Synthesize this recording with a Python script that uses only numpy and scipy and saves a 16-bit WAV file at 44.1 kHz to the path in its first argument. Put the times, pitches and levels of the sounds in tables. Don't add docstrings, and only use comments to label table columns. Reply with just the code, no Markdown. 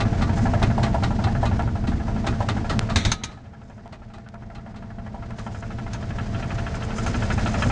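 import sys
import numpy as np
from scipy import signal
from scipy.fft import irfft, next_fast_len
from scipy.io import wavfile
from scipy.ndimage import uniform_filter1d

SR = 44100
rng = np.random.default_rng(int(sys.argv[2]) if len(sys.argv) > 2 else 0)


def persist_wave(psi):
    counts = np.round(np.clip(psi, -1, 1) * 32767).astype(np.int16)
    wavfile.write(sys.argv[1], SR, np.atleast_2d(counts).T)


N = 340011
TIME = np.arange(N) / SR



def from_db(db):
    return np.exp(np.asarray(db) * np.log(10) / 20)


def rms_one(x):
    return x * (1 / np.sqrt(np.einsum("i,i", x, x) / len(x) + 1e-20))


def steadied(x, seconds):
    power = uniform_filter1d(x * x, max(int(seconds * SR), 2))
    return x / np.sqrt(np.abs(power) + 1e-12)


def gains(rows):
    times, *columns = np.transpose(rows)
    return [from_db(np.interp(TIME, times, column)) for column in columns]


def noise(colour):
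    hz, db = np.transpose(colour)
    size = next_fast_len(N, True)
    f = (np.arange(size // 2) + .5) * SR / size
    ends = (np.minimum(f / hz[0], 1) * np.minimum(hz[-1] / f, 1)) ** 2
    bins = rng.standard_normal(2 * len(f)).view(complex)
    spectrum = from_db(np.interp(np.log(f), np.log(hz), db)) * ends ** 2
    return rms_one(irfft(bins * spectrum, size)[:N])


def chatter(per_s):
    return rms_one(rng.standard_normal(N) * (rng.random(N) < per_s / SR))


def blows(times, db, rise_s, fade_s):
    out = np.zeros(N)
    for start, gain, fade in zip(times, from_db(db), np.broadcast_to(fade_s, len(times))):
        i = max(int(start * SR), 0)
        span = int((rise_s + 10 * fade) * SR)
        age = TIME[:len(out[i:i + span])]
        rise = np.minimum(age / rise_s, 1)
        out[i:i + len(age)] += gain * rise * np.exp(-np.maximum(age - rise_s, 0) / fade)
    return out


def section(hz, width_hz):
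    r = np.exp(-np.pi * width_hz / SR)
    gain = (1 - r * r) / 2
    return [gain, 0, -gain, 1, -2 * r * np.cos(2 * np.pi * hz / SR), r * r]


def resonate(x, hz, width_hz):
    return signal.sosfilt([section(hz, width_hz)], x)


def narrow(x, hz, width_hz):
    return rms_one(signal.sosfilt([section(hz, width_hz)] * 2, x))


def body(x, modes):
    force = x + 1e-12 * rng.random(N)
    out = 0
    for k, (hz, width_hz, db) in enumerate(modes):
        out = out + (-1) ** k * from_db(db) * resonate(force, hz, width_hz)
    return out


def wavering(lines):
    knots = np.arange(0, N / SR + 1, .03)
    out = 0
    for hz, width_hz, db in lines:
        pitch = np.interp(TIME, knots, hz + width_hz / 2 * rng.standard_normal(len(knots)))
        phase = 2 * np.pi * (np.cumsum(pitch) / SR + rng.random())
        out = out + from_db(db) * np.sqrt(2) * np.sin(phase.astype(np.float32))
    return out


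# (time [s], car rumble level [dB], track roar level [dB], wheel hiss level [dB])
RIDE_LEVELS = [(0, -19.5, -35.5, -48), (.65, -19, -34, -48.5), (1.15, -23, -39, -50),
               (1.55, -20, -37, -51.5), (1.75, -23, -42.5, -55), (2.35, -23, -38, -51),
               (3.09, -25.5, -38.5, -52.5), (3.18, -36.5, -48, -66), (3.4, -40, -53, -67.5),
               (4.3, -42, -54, -68.5), (5.05, -36.5, -49.5, -64), (5.45, -33, -45.5, -58),
               (5.85, -30.5, -44, -55.5), (6.5, -25.5, -36.5, -50), (6.85, -29, -36.5, -49.5),
               (7.1, -23, -34, -45.5), (7.71, -23, -31, -43)]
# (time [s], thump level [dB])
CAR_JOLTS = [(.41, -15.5), (1.03, -17), (1.24, -17.5), (1.46, -17.5), (1.61, -24), (1.87, -16), (2.71, -20),
             (2.945, -16.5), (3.055, -15), (4.41, -33), (4.555, -36), (4.965, -31), (5.18, -34),
             (5.655, -36), (7.32, -21), (7.655, -17)]
# (frequency [Hz], width [Hz], level [dB])
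CAR_PANELS = [(32.8, 6.9, -6), (68.8, 8.4, -1), (87.7, 12, 0.5), (104, 19.5, 0.5), (123.3, 18, -8.5),
              (205.7, 11.2, -7), (242.3, 21.2, -8.5)]
# (frequency [Hz], level [dB])
CAR_SPECTRUM = [(11, -24), (18, -0.5), (108, -0.5), (156, -2.5), (217, -12), (302, -11), (420, -18.5),
                (550, -59), (920, -120)]
ROAR_SPECTRUM = [(200, -3), (320, 2.5), (420, 2), (520, 4), (620, 5), (800, 3), (1100, -3), (1500, -2),
                 (2200, -7), (3200, -25.5), (5000, -35)]
HISS_SPECTRUM = [(1500, -22.5), (2600, 4), (3800, 2), (5000, 1.5), (6400, -2), (7500, -7), (9000, -14.5),
                 (10000, -23.5), (11000, -46.5)]


def wheels():
    rumble, roar, hiss = gains(RIDE_LEVELS)
    times, jolt_db = np.transpose(CAR_JOLTS)
    lurch = from_db(1.36 * noise([(4, 3), (12, -2.5), (25, -12.5)]))
    jolts = blows(times, jolt_db, rise_s=0.017, fade_s=0.036)
    shaking = np.hypot(rumble * lurch, jolts)
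    panels = rms_one(body(rng.standard_normal(N), CAR_PANELS))
    shake = panels + from_db(-1.5) * noise(CAR_SPECTRUM)
    flutter = from_db(1.67 * noise([(5, 3), (30, -3.0), (120, -28.5)]))
    rails = from_db(-2.5) * roar * noise(ROAR_SPECTRUM)
    treads = from_db(-0.08) * hiss * noise(HISS_SPECTRUM)
    return from_db(-2.0) * shaking * steadied(shake, 0.097) + flutter * (rails + treads)


# (time [s], level against the wheel hiss curve [dB])
FLANGE_RUBBING = [(0, -11.5), (3.2, -9), (3.6, -15), (5.2, -15), (6.8, -6.5), (7.1, -6), (7.71, -1)]
# (time [s], peak level [dB], fade [s])
FLANGE_SCUFFS = [(.34, -45, 0.058), (3.62, -67, 0.087), (5.36, -56, .08), (5.5, -58, .08),
                 (6.94, -44.5, 0.075)]
# (frequency [Hz], width of one filter pass [Hz], level [dB])
FLANGE_MODES = [(5120, 360, -1.5), (5900, 150, -4.5), (6340, 180, -1.5), (6650, 260, -2.5),
                (7210, 220, -3.5), (7900, 470, -8), (8430, 400, -9.5), (9460, 430, -14)]


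def flanges():
    *_, hiss = gains(RIDE_LEVELS)
    pressure, = gains(FLANGE_RUBBING)
    times, peak_db, fade_s = np.transpose(FLANGE_SCUFFS)
    scuff = hiss * pressure + blows(times, peak_db, rise_s=0.046, fade_s=fade_s)
    grip = from_db(4.45 * noise([(8, 5), (40, -6.5), (150, -14.0)]))
    contacts = chatter(6000)
    ring = sum(from_db(db) * narrow(contacts, hz, width_hz) for hz, width_hz, db in FLANGE_MODES)
    return from_db(-3.5) * scuff * grip * rms_one(ring)


# (time [s], hum level [dB], lower whine level [dB], upper whine level [dB])
DRIVE_LEVELS = [(0, -29.5, -38, -34.5), (1, -25.5, -41, -39.5), (1.8, -33, -44, -43),
                (2.95, -28.5, -40.5, -39.5), (3.4, -51.5, -58, -62), (4.2, -43.5, -58, -53.5),
                (5.5, -38, -49, -46.5), (6.6, -34.5, -46.5, -38.5), (6.9, -32, -37, -45),
                (7.71, -26, -44, -42)]
# (mean frequency [Hz], width of wander [Hz], level [dB])
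HUM_TONES = [(33.1, 3.5, -5), (63.4, 5.6, -14.5), (117, 7.25, -0.5), (179.6, 2.4, -6.5), (208.7, 2.7, -3.5),
             (222.9, 1.7, -6)]
LOWER_WHINE_TONES = [(330, 6.1, -7.5), (449, 2.93, -0.5)]
UPPER_WHINE_TONES = [(675.3, 9.08, 0.0027)]


def drive():
    hum, lower, upper = gains(DRIVE_LEVELS)
    load = from_db(1.05 * noise([(3, 2), (14, 2), (40, -5.5)]))
    whine = lower * wavering(LOWER_WHINE_TONES) + upper * wavering(UPPER_WHINE_TONES)
    return load * (from_db(-2.5) * hum * wavering(HUM_TONES) + from_db(-5.0) * whine)


# (time [s], level [dB], fade of the slap [s])
DOG_SLAPS = [(0.001, -29.5, 0.011), (0.215, -33, 0.02), (0.624, -27.5, 0.012), (0.828, -30, 0.019),
             (1.032, -30, 0.015), (1.236, -33, 0.011), (1.452, -34, 0.015), (1.868, -39.5, 0.03),
             (2.264, -29.5, 0.019), (2.484, -29.5, 0.017), (2.693, -30, 0.025), (2.895, -35.5, 0.022),
             (3.312, -53, 0.035), (3.922, -47.5, 0.019), (4.133, -50.5, 0.026), (4.546, -48.5, .018),
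             (4.758, -49.5, 0.015), (5.381, -44.5, 0.022), (7.467, -38.5, 0.015)]
# (frequency [Hz], level [dB])
SLAP_SPECTRUM = [(300, 1), (700, 10), (1300, 12.5), (2100, 0), (2800, 0), (4000, 2.5), (5200, -3),
                 (6500, -7), (8500, -12.5), (11000, -35.5)]
# (frequency [Hz], width [Hz], level [dB])
RACK_RESONANCES = [(639, 31, 9), (811, 29, 9.5), (1172, 16, 7.5), (1245, 16, 1.5), (1430, 16, 2.5),
                   (1907, 33, 3.5), (2086, 170, -3.5), (2490, 28, -1.5), (2660, 78, -4.5), (3100, 63, -6),
                   (3530, 91, -8), (3900, 31, -3), (4110, 43, -10.5), (4170, 90, -6), (6540, 52, -18)]


def dogs():
    times, db, fade_s = np.transpose(DOG_SLAPS)
    grain = 1 + 0.29 * noise([(60, -10.0), (500, 1)])
    slap = blows(times, db + 4.5, rise_s=0.0053, fade_s=fade_s) * grain * noise(SLAP_SPECTRUM)
    rack_force = blows(times, db + 18.5, rise_s=0.0068, fade_s=0.014) * chatter(5000)
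    rack = body(rack_force, RACK_RESONANCES)
    floor = steadied(noise([(200, 2), (340, 4.5), (480, -7), (600, -17.0)]), 0.026)
    bump = blows(times + 0.0034, db - 0.5, rise_s=0.0099, fade_s=0.041) * floor
    return slap + rack + bump


FIRST_LINK_S, LINKS_PER_S, SPEED_UP_PER_S2 = .046, 12.256, .0419


def link_times():
    k = np.arange(LINKS_PER_S * N / SR + 10)
    speed = np.sqrt(LINKS_PER_S ** 2 + 2 * SPEED_UP_PER_S2 * k)
    times = FIRST_LINK_S + (speed - LINKS_PER_S) / SPEED_UP_PER_S2
    return times[times < N / SR]


ALTERNATE_DB, LINK_SCATTER_DB, LINK_JITTER_S = 1.5, 1.2, 0.001
# (time [s], knock level [dB], clink level [dB], ting level [dB])
CHAIN_LEVELS = [(0, -35, -35.5, -52), (.6, -30, -34.5, -48.5), (1.55, -31, -36, -50),
                (1.75, -35.5, -40, -54), (3.08, -35.5, -34.5, -48), (3.2, -48.5, -52.5, -64),
                (4.15, -52, -51.5, -64), (4.95, -45, -45, -60), (5.5, -42, -40, -53),
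                (6.1, -40, -38.5, -50), (6.4, -40.5, -35.5, -39.5), (6.85, -43.5, -34, -44.5),
                (7.05, -36.5, -29, -39), (7.71, -32, -30, -38)]
# (time [s], extra knock level [dB], extra clink and ting level [dB])
UNEVEN_LINKS = [(.456, 2, 3.5), (.536, 4.5, 4), (.778, 4, -4), (.94, 3.5, 0), (1.429, 5.5, 0.5),
                (1.59, 2.5, 6.5), (2.402, 7, 0), (3.856, 6, 0), (4.339, 4, 4.5), (4.498, 5, -1),
                (4.66, 5, -0.5), (5.142, 6.5, -3), (5.461, 6, 2.5), (6.182, 3, 5), (6.268, -11, -11),
                (7.059, 2.5, 1), (7.297, 5, 2), (7.453, 2.5, 2), (7.612, 4, 8)]


def links():
    times = link_times()
    chance = rng.standard_normal((4, len(times)))
    at, *curves = np.transpose(CHAIN_LEVELS)
    levels = np.array([np.interp(times, at, curve) for curve in curves])
    for when, knock, ring in UNEVEN_LINKS:
        levels += np.outer([knock, ring, ring], np.abs(times - when) < .5 / LINKS_PER_S)
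    knock_db, clink_db, ting_db = levels + LINK_SCATTER_DB * chance[1:]
    knock_db = knock_db - ALTERNATE_DB * (-1) ** np.arange(len(times))
    return times + LINK_JITTER_S * chance[0], knock_db, clink_db, ting_db


# (frequency [Hz], width of one filter pass [Hz], level [dB])
TROUGH_KNOCK = [(596, 50, -5), (682.4, 36, 1), (799, 67, -0.5), (927, 91, -2.5)]
LINK_CLINK = [(1138, 133, -6.5), (1243, 51, -7), (1350.4, 71, 1.5), (1485, 64, -6), (1696, 69, -3.5),
              (1930, 64, -12.5), (2097, 140, -11)]
ROLLER_TING = [(2443, 230, 4), (2564, 52, 1), (2740, 110, -1.5), (3130, 210, 2), (3550, 110, -10),
               (3590, 33, -15.5), (4050, 70, -10.5)]


def chain():
    times, knock_db, clink_db, ting_db = links()
    knock = blows(times, knock_db + 4, rise_s=.0015, fade_s=0.021)
    knock += blows(times + .033, knock_db - 9, rise_s=0.0098, fade_s=0.0031)
    clink = blows(times + 0.0011, clink_db + 1.5, rise_s=0.0027, fade_s=0.01)
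    clink += blows(times + 0.012, clink_db - 4, rise_s=0.0061, fade_s=0.0072)
    ting = blows(times + .001, ting_db + 3.5, rise_s=0.0032, fade_s=0.014)
    link, contacts = np.searchsorted(times, TIME), chatter(3000)

    def rings(modes):
        variety_db = 1.5 * rng.standard_normal((len(times) + 1, len(modes)))
        strengths = from_db(variety_db)
        out = 0
        for k, (hz, width_hz, db) in enumerate(modes):
            out = out + from_db(db) * strengths[link, k] * narrow(contacts, hz, width_hz)
        return steadied(out, 0.0051)

    grit = from_db(-15.5) * noise([(330, 12.5), (1800, -7.0), (3500, -9.0), (8000, -17.5)])
    return knock * (rings(TROUGH_KNOCK) + grit) + clink * rings(LINK_CLINK) + ting * rings(ROLLER_TING)


# (time [s], level [dB])
DRY_TICKS = [(1.623, -16), (2.7928, 6), (3.878, -27), (4.185, -28), (4.2882, -21.5), (4.344, -28),
             (5.308, -23)]


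def ticks():
    out = np.zeros(N)
    for when, db in DRY_TICKS:
        out[int(when * SR)] = -from_db(db + 4)
    return signal.sosfilt(signal.butter(2, 4200, fs=SR, output="sos"), out + 1e-18)


# (time [s], crack level [dB], bright ping level [dB],
# long ring level [dB], thud level [dB])
STEEL_BLOWS = [(2.958, -19, -41, -36.5, -16), (3.049, -23, -48, -39, -23.5), (3.116, -21, -21, -39.5, -42),
               (3.235, -28, -28.5, -42, -35), (5.932, -36.5, -39, -58, -66), (7.062, -37, -35, -58, -50)]
# (frequency [Hz], level [dB])
CRACK_SPECTRUM = [(200, 9), (500, -14), (1000, -2), (2100, -1.5), (2900, -6.5), (3900, 0), (5000, -6),
                  (7000, -10), (9000, -18.5), (11000, -44)]
# (frequency [Hz], level [dB], time to fall 60 dB [s])
STEEL_RING = [(774, -7.5, 0.38), (918, 8, 0.085), (1260, -0.5, 0.48), (1690, -15, .2), (2080, -14, .22),
              (2350, 1.5, 0.18), (2920, -12, 0.4), (3200, -6, 0.13), (3560, 3.5, 0.16), (3639, -4, 0.16),
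              (3940, -5, 0.38), (4020, -13, .25), (4480, -9, 0.13), (5200, -1, 0.14), (5830, -4, 0.15),
              (6600, -10, .15)]


def clanks():
    times, crack_db, ping_db, ring_db, thud_db = np.transpose(STEEL_BLOWS)
    contacts = chatter(8000)
    crack = blows(times, crack_db + 3.5, rise_s=0.002, fade_s=.011) * noise(CRACK_SPECTRUM)
    bright = narrow(contacts, 6340, 450) + from_db(-16.0) * narrow(contacts, 9580, 500)
    ping = blows(times, ping_db, rise_s=0.0026, fade_s=0.009) * steadied(bright, 0.0081)
    ring = 0
    for hz, db, t60 in STEEL_RING:
        decay = blows(times, ring_db + db - 4.5, rise_s=.002, fade_s=t60 / np.log(1000))
        ring = ring + decay * steadied(narrow(contacts, hz, hz / 110), 0.012)
    loose_parts = noise([(900, -7), (2200, 7.0), (2900, -3.5), (3700, 9.5), (4500, -1.0),
                         (5100, -13), (5900, 1.5), (9500, -21)])
    rattle = blows(times + 0.0054, thud_db - 10, rise_s=0.0046, fade_s=0.045) * loose_parts
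    car_body = steadied(resonate(contacts, 97, 60), 0.0172)
    thud = blows(times, thud_db - 6.0, rise_s=0.0054, fade_s=0.032) * car_body
    return crack + ping + ring + rattle + thud


def scene():
    return (wheels() + flanges() + drive() + dogs() + chain() + ticks() + clanks())[None]


def record(dry):
    dulled = signal.sosfilt(signal.butter(6, 9800, fs=SR, output="sos"), dry)
    return signal.sosfilt(signal.cheby1(12, .2, 10700, fs=SR, output="sos"), dulled)


dry = scene()
out = record(dry)
persist_wave(out)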